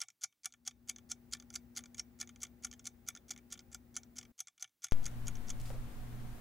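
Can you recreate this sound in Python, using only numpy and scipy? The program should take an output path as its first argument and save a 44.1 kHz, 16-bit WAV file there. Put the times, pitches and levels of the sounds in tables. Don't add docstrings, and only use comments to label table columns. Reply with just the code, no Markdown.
import sys
import numpy as np
from scipy import signal
from scipy.fft import rfft, irfft
from scipy.io import wavfile
from scipy.ndimage import uniform_filter1d

SR = 44100
rng = np.random.default_rng(int(sys.argv[2]) if len(sys.argv) > 2 else 0)


def boost_factor(decibels):
    exponent = np.asarray(decibels, float) / 20
    return 10 ** exponent


def unload_audio(sound):
    columns = np.transpose(np.atleast_2d(sound))
    steps = np.round(np.clip(columns, -1, 1) * 32767)
    wavfile.write(sys.argv[1], SR, steps.astype(np.int16))


N = 282444


def level(x, db):
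    return x * boost_factor(db) / np.sqrt(np.mean(x ** 2))


def resonance(x, hz, width):
    return signal.lfilter(*signal.iirpeak(hz, hz / width, fs=SR), x)


def spread(x, pan_db):
    return x * boost_factor(np.array([[pan_db], [-pan_db]]) / 2)


# (frequency [Hz], left minus right [dB], likeness [0-1])
PORTS = [(25.7, -9, 1), (70, 12, 1), (296, 3, 0.88), (672, 6, 0.18), (1500, 2, 0.25), (5000, 1.5, 0.08),
         (15100, -2, 0)]


def air(colour, db):
    logf = np.log(np.maximum(np.fft.rfftfreq(N, 1 / SR), 1))

    def curve(table, column):
        points = np.array(table)
        return np.interp(logf, np.log(points[:, 0]), points[:, column])

    pan_db = curve(PORTS, 1)
    alike = np.clip(curve(PORTS, 2), 0, 1)
    mid, side = rfft(rng.standard_normal((2, N))) * boost_factor(curve(colour, 1))
    mid = mid * np.sqrt(1 + alike)
    side = side * np.sqrt(1 - alike)
    left, right = (mid + side) * boost_factor(pan_db / 2), (mid - side) * boost_factor(-pan_db / 2)
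    pair = irfft([left, right], N)
    return pair * boost_factor(db) / np.sqrt(np.mean(pair.mean(axis=0) ** 2))


def hum(lines, unsteady=0.35, pan_db=4.5):
    out = np.zeros(N)
    for hz, width, db in lines:
        tone = np.sqrt(2) * np.sin(2 * np.pi * hz * np.arange(N) / SR)
        skirt = level(resonance(rng.standard_normal(N), hz, width), 0)
        out += level(tone + unsteady * skirt, db)
    return spread(out, pan_db)


# (time [s], level [dB])
ROOM_FADE = [
    (.43, -58),
    (.45, -21),
    (.6, -10),
    (.8, -4),
    (1.0, 0.5),
    (1.3, 2),
    (4.317, 2),
    (4.326, -35),
]
# (frequency [Hz], level per Hz [dB])
ROOM_COLOUR = [(20, -27.5), (60, -4.5), (170, -14.5), (241, -6.5), (300, -16.5), (800, -25.5), (1030, -30),
               (1860, -30.5), (3070, -38.5), (7300, -41), (14300, -41.5), (15000, -32), (15300, -21.5),
               (15750, -33), (16000, -78)]
# (frequency [Hz], width [Hz], level [dB])
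ROOM_HUM = [(62, 10, -77), (120.3, 9.7, -77), (239.9, 1.2, -65.5), (358, 3.9, -80.5), (811, 15, -90.5)]
ROOM_DB = -67.5


def room():
    s, db = np.transpose(ROOM_FADE)
    gain = boost_factor(np.interp(np.arange(N) / SR, s, db, left=-200, right=-200))
    return gain * (air(ROOM_COLOUR, ROOM_DB) + hum(ROOM_HUM))


# (time [s], frequency [Hz], width [Hz], level [dB], decay [ms])
KNOCKS = [
    (5.599, 4320, 5960, -47.5, 13),
    (5.614, 7800, 2970, -45, 2.1),
    (5.655, 3000, 5000, -49.5, 34),
    (5.695, 9000, 9000, -44, 1.4),
    (5.702, 547, 60, -39, 2.8),
    (5.713, 462, 80, -47, 4.68),
    (5.701, 900, 200, -51, 8),
    (5.731, 537, 440, -50, 41),
    (5.745, 517, 120, -47, 14),
]


def handling(pan_db=5.0):
    out = np.zeros(N)
    span = np.arange(3000)
    for s, hz, width, db, ms in KNOCKS:
        burst = rng.standard_normal(len(span)) * np.exp(-span / (ms * SR / 1000))
        ring = resonance(burst, hz, width)
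        out[int(s * SR):][:len(span)] += boost_factor(db) * ring / np.abs(ring).max()
    return spread(out, pan_db)


RUSTLE_S, RUSTLE_WIDTH_S, RUSTLE_DB = 5.68, 0.075, -63


def rustle(rough_db=0.5):
    swell = np.exp(-((np.arange(N) / SR - RUSTLE_S) / RUSTLE_WIDTH_S) ** 2)
    grains = rng.standard_normal((2, N)) * boost_factor(rough_db * rng.exponential(size=N))
    brushing = resonance(resonance(grains, 6000, 9000), 7000, 12000)
    return swell * level(brushing, RUSTLE_DB)


# (frequency [Hz], level per Hz [dB])
BENCH_COLOUR = [(7, -38), (12, 6.5), (35, -3), (80, -15.5), (165, -20.5), (251, -19), (394, -27.5),
                (1000, -31.5), (1440, -33), (5250, -44.5), (13800, -44.5), (15700, -44), (16000, -78)]
# (frequency [Hz], width [Hz], level [dB])
BENCH_HUM = [(238.8, 18, -60.5), (728, 9.8, -74.5)]
BENCH_DB, ON_S = -45, 4.9213
SETTLE_PER_S, STEP_DB = 4.83, (-18.5, -28.5)
BEAT_HZ, BEATS_PER_S, CANCEL_S = 117.9, 2.13, 5.465
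BEAT_DB, UPPER_SHARE = -53, 0.73


def bench(pan_db=4.0):
    t = np.arange(N) / SR
    since = SETTLE_PER_S * np.maximum(t - ON_S, 0)
    thump = boost_factor(np.array(STEP_DB))[:, None] * (1 - since) * np.exp(-since)
    thump *= 1 - .3 * np.exp(-((t - ON_S - .004) / 4e-5) ** 2)
    turn = 2 * np.pi * (t - CANCEL_S)
    beat = np.sin(BEAT_HZ * turn) - UPPER_SHARE * np.sin((BEAT_HZ + BEATS_PER_S) * turn)
    beat = spread(np.sqrt(2) * boost_factor(BEAT_DB) * beat, pan_db)
    hiss = air(BENCH_COLOUR, BENCH_DB)
    return (t >= ON_S) * (thump + beat + hum(BENCH_HUM) + hiss + handling() + rustle())


# (drop time [s], drop level [dB], catch level [dB], impulse level [dB], unlock lead [ms])
TICKS = [(0.0161, -29, -42, -38.5, 24.3), (0.457, -29.5, -56, -41.5, 23.4),
         (0.8961, -28.5, -36.5, -43, 21.6), (1.3357, -29, -35, -40, 23.2),
         (1.7753, -33, -32.5, -39.5, 23.8), (2.2118, -31.5, -44, -40, 22.6), (2.6495, -32, -32.5, -45, 25),
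         (3.0873, -27.5, -41, -48.5, 22.2), (3.5269, -35, -38, -50, 23.8), (3.965, -30.5, -60, -48.5, 22.4),
         (4.4037, -33, -50, -43.5, 24.2), (4.8431, -31, -42, -47, 23), (5.2814, -33, -58, -41, 23.3)]
# (drop time [s], drop level [dB], catch level [dB], impulse level [dB], unlock lead [ms])
TOCKS = [(0.2394, -30.5, -33, -56, 28.4), (0.676, -29, -48, -47, 24.5), (1.1155, -31, -41, -45.5, 24.1),
         (1.558, -33, -35.5, -43.5, 30), (1.9947, -31.5, -54.5, -43.5, 25),
         (2.435, -36, -32.5, -47.5, 31.3), (2.8709, -33.5, -38, -41, 27.8), (3.3095, -33.5, -36, -48, 27.4),
         (3.7463, -35, -56, -47, 30), (4.186, -36.5, -41.5, -45, 29), (4.6244, -33, -58, -51.5, 27.4),
         (5.0634, -33, -46, -48, 33), (5.5053, -38, -34.5, -46.5, 33.7)]
# (time [s], level [dB], second bounce later by [ms], its level [dB])
REBOUNDS = [(0.0845, -45.5, 18, -55), (0.5237, -51, 14.3, -53), (0.961, -44.5, 23, -52),
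            (1.3995, -47, 24, -57), (1.8384, -44.5, 19.2, -51.5), (2.2743, -47.5, 17.6, -49.5),
            (2.7133, -44.5, 14.3, -49), (3.1509, -43, 12.2, -48.5), (3.5921, -44, 12.3, -59),
            (4.033, -51, 12, -74), (4.4717, -46, 11, -48.5), (4.9111, -47, 18.2, -49),
            (5.3542, -46.5, 14.7, -55)]
# (time [s], level [dB])
SETTLES = [(0.035, -52), (0.474, -70), (0.9117, -54.5), (1.349, -47.5), (1.7895, -47), (2.2278, -48),
           (2.6686, -53.5), (3.1027, -53), (3.982, -58.5), (4.8669, -53), (5.079, -54)]
# (time [s], level [dB])
CHATTER = [(0.2174, -47), (0.2254, -53), (0.2297, -43.5), (0.667, -43.5), (1.0992, -46.5), (1.1075, -53),
           (1.5453, -48), (1.7806, -36), (1.9867, -46.5), (2.4203, -42), (3.0754, -48), (3.3184, -40.5),
           (3.5328, -46), (3.5393, -45), (3.9703, -33.5), (4.163, -51.5), (4.4101, -58), (4.4763, -58),
           (4.6047, -62), (4.8522, -42), (5.0558, -37), (5.4934, -42)]
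# (time [s], plates level [dB], case minus plates [dB])
STRAYS = [(0.024, -48.5, 3), (0.325, -71.5, 1), (0.5049, -72, -4), (0.71, -57.5, -0.5), (1.3694, -58, -4),
          (1.5031, -46, -12), (1.807, -56, -5), (1.9453, -46, -9.5), (2.2997, -69, 8), (2.3598, -53, -4.5),
          (2.45, -49.5, -1), (2.4677, -57, -7), (2.7368, -48, -5), (2.794, -50, -8.5), (3.0935, -66, 5),
          (3.1724, -51, -1), (3.335, -57.5, -4), (3.3621, -53.5, 1), (3.3769, -50, -8.5),
          (3.3866, -61, 2.5), (3.5538, -67, 10.5), (3.576, -55.5, -2.5), (4.212, -52.5, 0),
          (4.2286, -53.5, -2.5), (4.251, -60, 1), (4.5787, -61, -2), (4.6429, -49.5, 2.5),
          (4.6765, -67, -2.5), (4.6936, -74, -6), (4.884, -55, -0.5)]
UNLOCK_DB, SLIDE_DB = -58, -58.5
SLIDE_MS, IMPULSE_MS = 6.8, 11.7
CATCH_MS = 3.5
# (case minus plates [dB], small parts minus plates [dB], rattle [ms])
UNLOCK, SLIDE, IMPULSE = (-9, -8, 4.2), (-10, -12, 4.2), (-12, -11, 3.4)
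CATCH, TICK_DROP, TOCK_DROP = (-11, -9.5, 2.13), (-12.5, -7.5, 2.53), (-13, -10.5, 2.84)
FIRST, SECOND, STRAY = (-11, -22, 1.95), (-3.5, -10, 1.9), (0.0, -10.5, 2.07)
SETTLE, CHATTERING = (0.3, -1, 2.16), (-12, -11, 2.6)


def escapement():
    rows = []
    for beats, drop in ((TICKS, TICK_DROP), (TOCKS, TOCK_DROP)):
        for s, drop_db, catch_db, impulse_db, lead_ms in beats:
            unlock = s - lead_ms / 1000
            rows.append((unlock, UNLOCK_DB, *UNLOCK))
            rows.append((unlock + SLIDE_MS / 1000, SLIDE_DB, *SLIDE))
            rows.append((unlock + IMPULSE_MS / 1000, impulse_db, *IMPULSE))
            rows.append((s - CATCH_MS / 1000, catch_db, *CATCH))
            rows.append((s, drop_db, *drop))
    for s, db, later_ms, second_db in REBOUNDS:
        rows.append((s, db, *FIRST))
        rows.append((s + later_ms / 1000, second_db, *SECOND))
    rows += [(s, db, *SETTLE) for s, db in SETTLES]
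    rows += [(s, db, *CHATTERING) for s, db in CHATTER]
    rows += [(s, db, STRAY[0] + case_db, *STRAY[1:]) for s, db, case_db in STRAYS]
    return np.array([row for row in rows if row[0] * SR > 12])


# (frequency [Hz], width [Hz], level [dB])
HOLDER = [(120, 13, -47), (750, 30.6, -32), (2270, 14, -39), (3650, 10, -50), (6050, 9, -47),
          (6980, 30, -46)]


def holder(blows):
    out = np.zeros(N)
    for hz, width, db in HOLDER:
        ring = resonance(resonance(blows, hz, width), hz, 3 * width)
        speed = 20 + hz / 30
        wobble = resonance(resonance(rng.standard_normal(N), 30, speed), 30, speed)
        flutter = level(wobble, -5)
        out += boost_factor(db) * blows.max() * ring * (.7 + flutter) / np.abs(ring).max()
    return out


TAIL_T60_S, TAIL_DB = 0.068, -16.5


def bench_tail(x):
    t = np.arange(SR // 4) / SR
    tail = resonance(rng.standard_normal(len(t)), 6500, 6800) * 1000.0 ** (-t / TAIL_T60_S)
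    tail *= boost_factor(TAIL_DB) / np.sqrt(np.sum(tail ** 2))
    return signal.fftconvolve(x, tail)[:N]


# (frequency [Hz], width [Hz], level [dB])
CASE = [(785, 70, -12), (1169, 69, -6), (1402, 93, 1.5), (1764, 73, -4.5), (2172, 188, -1.5),
        (2299, 124, -1), (3130, 330, -3), (3446, 163, -1)]
# (frequency [Hz], width [Hz], level [dB])
PLATES = [(4763, 800, -8.5), (5580, 147, -2), (6100, 290, 0), (6190, 73, -5), (6640, 640, 0.5),
          (7344, 400, -6.5)]
# (frequency [Hz], width [Hz], level [dB])
PARTS = [(8160, 700, -2.5), (9350, 110, -2.5), (9980, 540, -1), (10664, 100, -2.5), (11950, 890, -11),
         (13300, 1400, -16.5)]
# (frequency [Hz], level per Hz [dB])
PICKUP = [(18, -38.5), (30, -13), (277, -5.5), (467, -13.5), (6720, -12.5), (8280, -13.5), (15500, -11)]
PICKUP_DB = -85.5


def watch(rough_db=3.5, scatter_db=2.5, linger=1.55, rise=0.4, strike=1.03, strike_ms=0.34):
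    s, plates_db, case_db, parts_db, ms = escapement().T
    span = np.arange(1300)
    where = np.minimum((s * SR).astype(int)[:, None] + span - 12, N - 1)
    shape = (len(s), len(span))
    contacts = boost_factor(rough_db * rng.exponential(size=shape))
    out, blows = np.zeros(N), np.zeros(N)
    blows[where[:, 0]] = boost_factor(plates_db)
    for modes, db, slow in ((CASE, case_db, linger), (PLATES, 0, 1), (PARTS, parts_db, .8)):
        age = span / (SR / 1000 * slow * np.clip(ms, .2, 12)[:, None])
        rattle = np.exp(-age) * (1 - np.exp(-age / rise))
        hard_contact = strike * np.exp(-((span / (SR / 1000) - strike_ms) / strike_ms) ** 2)
        force = (rattle + hard_contact) * contacts
        rings = 0
        for hz, width, mode_db in modes:
            stir = boost_factor(mode_db + scatter_db * rng.standard_normal((len(s), 1)))
            ring = resonance(force * rng.standard_normal(shape), hz, width)
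            rings = rings + stir * resonance(ring, hz, 4 * width)
        loudest = np.sqrt(uniform_filter1d(2 * rings ** 2, size=90, axis=1).max(axis=1))
        np.add.at(out, where, rings * (boost_factor(plates_db + db) / loudest)[:, None])
    out += holder(blows)
    return out + bench_tail(out) + air(PICKUP, PICKUP_DB).mean(axis=0)


def scene():
    pickup = signal.cheby1(6, .5, 15900, fs=SR, output="sos")
    return room() + bench() + signal.sosfilt(pickup, watch())


def band_limit(x):
    return signal.sosfilt(signal.butter(12, 16500, fs=SR, output="sos"), x)


def record(dry):
    return band_limit(dry)


dry = scene()
out = record(dry)
unload_audio(out)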